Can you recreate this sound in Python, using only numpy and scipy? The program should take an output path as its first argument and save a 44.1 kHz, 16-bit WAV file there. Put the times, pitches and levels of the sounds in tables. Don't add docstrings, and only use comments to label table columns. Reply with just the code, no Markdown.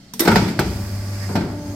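import sys
import numpy as np
from scipy import signal
from scipy.fft import irfft
from scipy.io import wavfile
from scipy.ndimage import uniform_filter1d

SR = 44100
rng = np.random.default_rng(int(sys.argv[2]) if len(sys.argv) > 2 else 0)


def to_wav(s):
    ch = np.atleast_2d(s).T
    pcm = np.round(np.clip(ch, -1, 1) * 32767)
    wavfile.write(sys.argv[1], SR, pcm.astype(np.int16))


N = 77175
TIME = np.arange(N) / SR


def undb(db):
    return 10 ** (np.asarray(db) / 20)

def curve(rows, column=1):
    rows = np.array(rows)
    return np.interp(TIME, rows[:, 0], rows[:, column])

def at_pitch(points, hz):
    points = np.array(points)
    return np.interp(np.log(hz + 1), np.log(points[:, 0]), points[:, 1])

def wander(rate_hz):
    hold = int(SR / rate_hz)
    return uniform_filter1d(rng.standard_normal(N)[np.arange(N) // hold], hold)

def fade(start, rise, t60):
    age = TIME - start
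    return np.clip(age / rise, 0, 1) * np.exp(-np.log(1000) * np.maximum(age - rise, 0) / t60)

def aside(db):
    return undb(np.array([[1], [-1]]) * db / 2)

# frequency in Hz, correlation (capped at 1 in use).
CORRELATION = [(60, 1.24), (250, 1.01), (700, 0.75), (1400, 0.35), (2800, 0.1), (5500, -0.02),
               (12000, 0.02)]
# frequency in Hz, left minus right in dB.
BALANCE = [(150, 1.5), (1400, -0.5), (3300, 0), (5000, -9.5), (6500, 2), (8800, 3.5), (11800, -5.5),
           (14000, -1.5)]

def spread(mid, side, hz):
    alike = np.clip(at_pitch(CORRELATION, hz), -1, 1)
    common = np.sqrt((1 + alike) / 2) * mid
    opposed = np.array([[1], [-1]]) * np.sqrt((1 - alike) / 2) * side
    return (common + opposed) * aside(at_pitch(BALANCE, hz))

def noise(spectrum, low_hz=0, high_hz=SR, ripple_db=3.2):
    hz = np.arange(N // 2 + 1) * SR / N + 1
    band = 1 / np.sqrt((1 + (low_hz / hz) ** 10) * (1 + (hz / high_hz) ** 10))
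    mid, side = np.exp(2j * np.pi * rng.random((2, len(hz))))
    centres_hz = np.arange(0, SR / 2, 45)
    ripple = np.interp(hz, centres_hz, rng.standard_normal(len(centres_hz)))
    depth_db = ripple_db * np.minimum(hz / 1500, 1)
    wave = irfft(spread(mid, side, hz) * band * undb(depth_db * ripple + at_pitch(spectrum, hz)), N)
    return wave / wave.std()

def ring(start, hz, rise, t60):
    phase = 2 * np.pi * hz * (1 + 0.0015 * rng.standard_normal()) * (TIME - start)
    return spread(np.sin(phase), np.cos(phase), hz) * fade(start, rise, t60)


# frequency in Hz, relative spectral density in dB.
AIR_SPECTRUM = [(30, -13), (100, -7), (190, 1.5), (300, -9.5), (470, -19.5), (750, -19), (1050, -32),
                (1300, -23.5), (2600, -26), (4500, -21), (7000, -29.5), (16000, -46)]

def workshop_air():
    return undb(-45) * noise(AIR_SPECTRUM)

# start and end in seconds, first pitch, last pitch and bandwidth in Hz,
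# level in dB, left minus right in dB.
OIL_JETS = [(1.19, 1.287, 1800, 2015, 503, -39.5, -6), (1.17, 1.3, 4950, 5150, 600, -48, -4.5),
            (1.57, 1.93, 6100, 6850, 480, -50, 2)]

def oil_jets():
    out, edge_s = 0, 0.038
    for start, end, first_hz, last_hz, width_hz, db, pan in OIL_JETS:
        phase = 2 * np.pi * np.cumsum(np.interp(TIME, [start, end], [first_hz, last_hz])) / SR
        mid, side = (wander(width_hz) * np.sin(phase) + wander(width_hz) * np.cos(phase)
                     for _ in range(2))
        opening = np.clip(np.minimum(TIME - start, end - TIME) / edge_s, 0, 1)
        out += undb(db) * opening * aside(pan) * spread(mid, side, first_hz)
    return out

# time in seconds, level in dB.
HISS_LEVEL = [(.2, -86), (.3, -30.5), (.49, -36.5), (.565, -44.5), (.64, -37.5), (.85, -41), (1.16, -38.5),
              (1.33, -37.5), (1.42, -45.5), (1.62, -48), (1.67, -45.5), (1.75, -46.5)]
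# frequency in Hz, relative spectral density in dB.
HISS_SPECTRUM = [(900, -3), (1800, -1.5), (2400, -2.5), (3000, -11), (4200, -9), (4850, 0.5), (5300, -2),
                 (5900, -5), (8500, -7), (9700, -14), (11300, -10), (12800, -11.5), (16000, -25)]

def oil_hiss():
    return undb(curve(HISS_LEVEL) + 0.84 * wander(60.7)) * noise(HISS_SPECTRUM, ripple_db=1.6)

# time in seconds, pulse rate in Hz, level in dB.
PUMP_RUN = [(.28, 279.1, -68), (.45, 294.9, -54), (.75, 286.6, -45.5), (1.0, 291, -48.5), (1.3, 289.8, -46),
            (1.5, 293, -47), (1.6, 294.6, -45.5), (1.75, 289, -49)]
# harmonic number, relative levels in dB under load and running free.
PUMP_HARMONICS = [(1, -27, 12), (2, -0.5, 4.5), (3, -10, -2.5), (4, -9, -29), (5, -12, -16)]

def pump():
    phase = 2 * np.pi * np.cumsum(curve(PUMP_RUN) * (1 + 0.00302 * wander(29.13))) / SR
    whine, unload_s, flutter_db = 0, 1.4, 1.8
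    free = np.clip((TIME - unload_s) / 0.088, 0, 1)
    for k, loaded_db, free_db in PUMP_HARMONICS:
        db = loaded_db + free * (free_db - loaded_db) + flutter_db * wander(70)
        whine += undb(db) * np.sin(k * phase)
    return np.sqrt(2) * undb(curve(PUMP_RUN, column=2)) * whine

# time in seconds, level in dB.
RUMBLE_LEVEL = [(.25, -70), (.32, -32), (.55, -48), (.72, -31.5), (.9, -32.5), (1.1, -38.5), (1.27, -38),
                (1.45, -49), (1.75, -38)]
PANEL_LEVEL = [(.25, -64), (.35, -31), (.72, -34.5), (.95, -38.5), (1.2, -40.5), (1.5, -30.5), (1.62, -39),
               (1.75, -37.5)]
# frequency in Hz, relative spectral density in dB.
RUMBLE_SPECTRUM = [(25, -20), (40, 0), (52, 3), (70, 4), (90, 7.5), (130, -2.5), (220, -32.5)]
PANEL_SPECTRUM = [(90, -37), (165, -3), (225, -2), (340, -6.5), (480, -14.5), (650, -11), (820, -15),
                  (1100, -20), (2000, -28.5), (4000, -58)]

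def drive():
    rumble = undb(curve(RUMBLE_LEVEL)) * noise(RUMBLE_SPECTRUM)
    return rumble + undb(curve(PANEL_LEVEL)) * noise(PANEL_SPECTRUM)

# time in seconds, level in dB.
HUM_LEVEL = [(.26, -75), (.3, -24.5), (.55, -37.5), (.76, -29.5), (.81, -22.5), (.85, -30), (.9, -29),
             (1.0, -26), (1.29, -27), (1.42, -34), (1.5, -48), (1.59, -27.5), (1.64, -59), (1.69, -30.5),
             (1.75, -31.5)]
# harmonic number, relative level in dB.
HUM_HARMONICS = [(1, 0.5), (2, -13), (3, -36)]

def motor(hum_hz=99.5):
    phase = 2 * np.pi * np.cumsum(hum_hz * (1 + 0.0045 * wander(14.4))) / SR
    hum = sum(undb(db + 0.3 * wander(27)) * np.sin(k * phase) for k, db in HUM_HARMONICS)
    return np.sqrt(2) * undb(curve(HUM_LEVEL)) * hum

# frequency in Hz, level in dB,
# t60 in seconds, left minus right in dB.
BUTTON_RESONANCES = [(193.5, -35.5, 1, -1), (237.4, -35.5, 0.76, 1), (442, -43, 0.27, 0),
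                     (986, -32, 0.035, 1), (5920, -29, 0.034, -6), (8600, -36.5, 0.043, 8),
                     (12900, -33, .05, 0)]
CONTACTOR_RESONANCES = [(300, -27, 0.11, 1), (339.1, -18.5, 1, 2), (618, -34, 0.52, 6),
                        (1547, -26.5, 0.091, 0), (1960, -21.5, 0.11, -3), (3730, -27.5, 0.32, 6),
                        (5300, -26, 0.087, -4), (9000, -37, 0.2, 9), (11820, -9, 0.036, -1.5),
                        (12050, -28, 0.28, 2)]
# start in seconds, levels of snap, housing knock and metal ring in dB,
# t60 of the snap in seconds.
CONTACTOR_CLICKS = [(.194, -14.5, -30.5, -32, 0.085), (.203, -24, -19.5, -1, 0.054)]
# frequency in Hz, relative spectral density in dB.
SNAP_SPECTRUM = [(300, 0.5), (1000, -4), (2700, -1), (4300, 2.5), (5800, 3), (7200, -4), (8700, 3),
                 (9900, -9), (11300, -2.5), (12600, -1), (16000, -6.5)]
KNOCK_SPECTRUM = [(60, -27), (215, -17), (305, 4.5), (480, -12), (900, -17), (2000, -20.5), (6000, -47)]

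def switches(button_s=0.136, button_db=-26.5, tail_db=-13.5, tail_t60=0.41):
    snap, knock = noise(SNAP_SPECTRUM), noise(KNOCK_SPECTRUM)
    button_tail = undb(tail_db) * fade(button_s, 0.0088, tail_t60)
    out = undb(button_db) * snap * (fade(button_s, 0.00042, 0.024) + button_tail)
    for hz, db, t60, pan in BUTTON_RESONANCES:
        out += undb(db) * aside(pan) * ring(button_s, hz, 0.0019, t60)
    for start, snap_db, knock_db, ring_db, snap_t60 in CONTACTOR_CLICKS:
        tail = undb(tail_db) * fade(start, 0.0045, tail_t60)
        out += undb(snap_db) * snap * np.hypot(fade(start, 0.00065, snap_t60), tail)
        out += undb(knock_db) * knock * fade(start, 0.0038, t60=0.49)
        for hz, db, t60, pan in CONTACTOR_RESONANCES:
            out += undb(ring_db + db) * aside(pan) * ring(start, hz, 0.0035, t60)
    return out

# frequency in Hz, level in dB, t60 in seconds.
VALVE_RESONANCES = [(585, -23, 0.13), (662, -25, 0.18), (771, -35, 0.16), (1560, -34, 0.33)]

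def valve_block(shift_s=1.354):
    return sum(undb(db) * ring(shift_s, hz, 0.0035, t60) for hz, db, t60 in VALVE_RESONANCES)

# start in seconds, frequency in Hz, level in dB, t60 in seconds.
CABINET_BOOMS = [(.358, 188, -9.5, 0.2), (0.415, 109.8, -16, 0.15), (.642, 65, -23, 0.65),
                 (1.358, 114, -22.5, 0.3)]

def cabinet():
    return sum(undb(db) * ring(start, hz, 0.0098, t60) for start, hz, db, t60 in CABINET_BOOMS)

# start in seconds, level in dB,
# pitch factor.
STEEL_CRACKS = [(.2755, -5.5, 0.99), (.3577, -6, 1.205), (.5912, -4, 1.017), (.5963, -15, 0.873)]
# base frequency in Hz, relative level in dB, t60 in seconds.
CRACK_RESONANCES = [(813, -5, 0.019), (1515, -1, 0.016), (1950, -11, 0.011), (4190, -12, 0.013)]

def steel_cracks():
    out = 0
    for start, db, pitch in STEEL_CRACKS:
        for hz, mode_db, t60 in CRACK_RESONANCES:
            tone = np.sin(2 * np.pi * hz * pitch * (TIME - start))
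            out += undb(db + mode_db) * tone * fade(start, 0.00048, t60)
    return out

# start, base rise and base t60 in seconds, then levels
# in dB of six bands (thud, body, knock, clang, clank, tick) and of the frame's ring.
IMPACTS = [(0.248, 0.0079, 0.15, -40, -27, -21.5, -45, -26.5, -30, -23),
           (0.2746, 0.0045, 0.069, -26, -15, -12.5, -16, -18.5, -22.5, -8),
           (.310, 0.0085, 0.15, -25, -36, -19, -19, -35, -34, -22),
           (.357, 0.0018, 0.11, -24.5, -17, -13.5, -18, -18, -27, -17),
           (.412, 0.0051, 0.23, -37, -18.5, -25, -49, -60, -56, -27),
           (0.477, 0.0085, 0.066, -40, -40, -34, -34, -33, -38, -38),
           (.592, 0.0011, 0.086, -25, -16, -17.5, -24.5, -22.5, -23.5, -22.5),
           (1.289, .003, .09, -33, -23, -28, -41, -50, -50, -36),
           (1.352, 0.0043, 0.13, -25, -17.5, -21.5, -28.5, -28.5, -36.5, -57),
           (1.405, 0.0026, 0.16, -29, -23.5, -30.5, -33.5, -40, -59, -33)]
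# lower and upper edge in Hz, relative level of the tail in dB, its t60 in
# seconds, factor that stretches the blow's rise and t60.
IMPACT_BANDS = [(47.4, 106, -4.5, 1.47, 4.3), (145, 427, -7.5, 0.89, 2), (472, 963, -9, 0.36, 1.2),
                (1010, 3600, -10.5, 0.53, 1), (2290, 7900, -10.5, 0.75, 1.34),
                (7800, 15600, -22, 0.21, 0.77)]
# frequency in Hz, relative spectral density in dB.
IMPACT_SPECTRUM = [(18, -50), (30, -30), (79, -22), (199, -0.5), (287, -6.5), (415, -9), (526, -18),
                   (889, -13.5), (1070, -18), (1460, -11), (1590, -14), (2230, -20.5), (2680, -28),
                   (3310, -28), (3980, -30.5), (4910, -27), (6550, -39), (8740, -40), (9970, -57.5),
                   (12300, -40), (16000, -52)]
# frequency in Hz, relative level in dB, t60 in seconds.
FRAME_RESONANCES = [(175, -4, 0.45), (185, -9, 0.49), (222.2, -7.5, 0.94), (371, -13.5, 0.43),
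                    (405.2, -6.5, 0.267), (685, -19, .4), (832, -16, 0.32), (898, -19, 0.39),
                    (1283, -16.5, 0.43), (1340, -22, 0.28), (1451, -15, 0.32), (1520, -8, 0.2),
                    (2220, -16.5, 0.37)]

def blows():
    out = 0
    for band, (low_hz, high_hz, tail_db, tail_t60, stretch) in enumerate(IMPACT_BANDS):
        power = 0
        for start, rise, t60, *levels_db in IMPACTS:
            direct = fade(start, rise * stretch, t60 * stretch)
            room_tail = undb(tail_db) * fade(start, 0.013, tail_t60)
            power += undb(levels_db[band]) ** 2 * (direct ** 2 + room_tail ** 2)
        out += np.sqrt(power) * noise(IMPACT_SPECTRUM, low_hz, high_hz)
    for start, rise, *_, ring_db in IMPACTS:
        out += sum(undb(ring_db + db) * ring(start, hz, rise, t60) for hz, db, t60 in FRAME_RESONANCES)
    return out


def scene():
    strikes = switches() + blows() + cabinet() + steel_cracks() + valve_block()
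    return strikes + motor() + drive() + pump() + oil_hiss() + oil_jets() + workshop_air()

def record(dry, cutoff_hz=15900):
    rounded = dry / (1 + dry ** 6) ** (1 / 6)
    return signal.sosfilt(signal.ellip(10, .2, 80, cutoff_hz, fs=SR, output="sos"), rounded)


dry = scene()
out = record(dry)
to_wav(out)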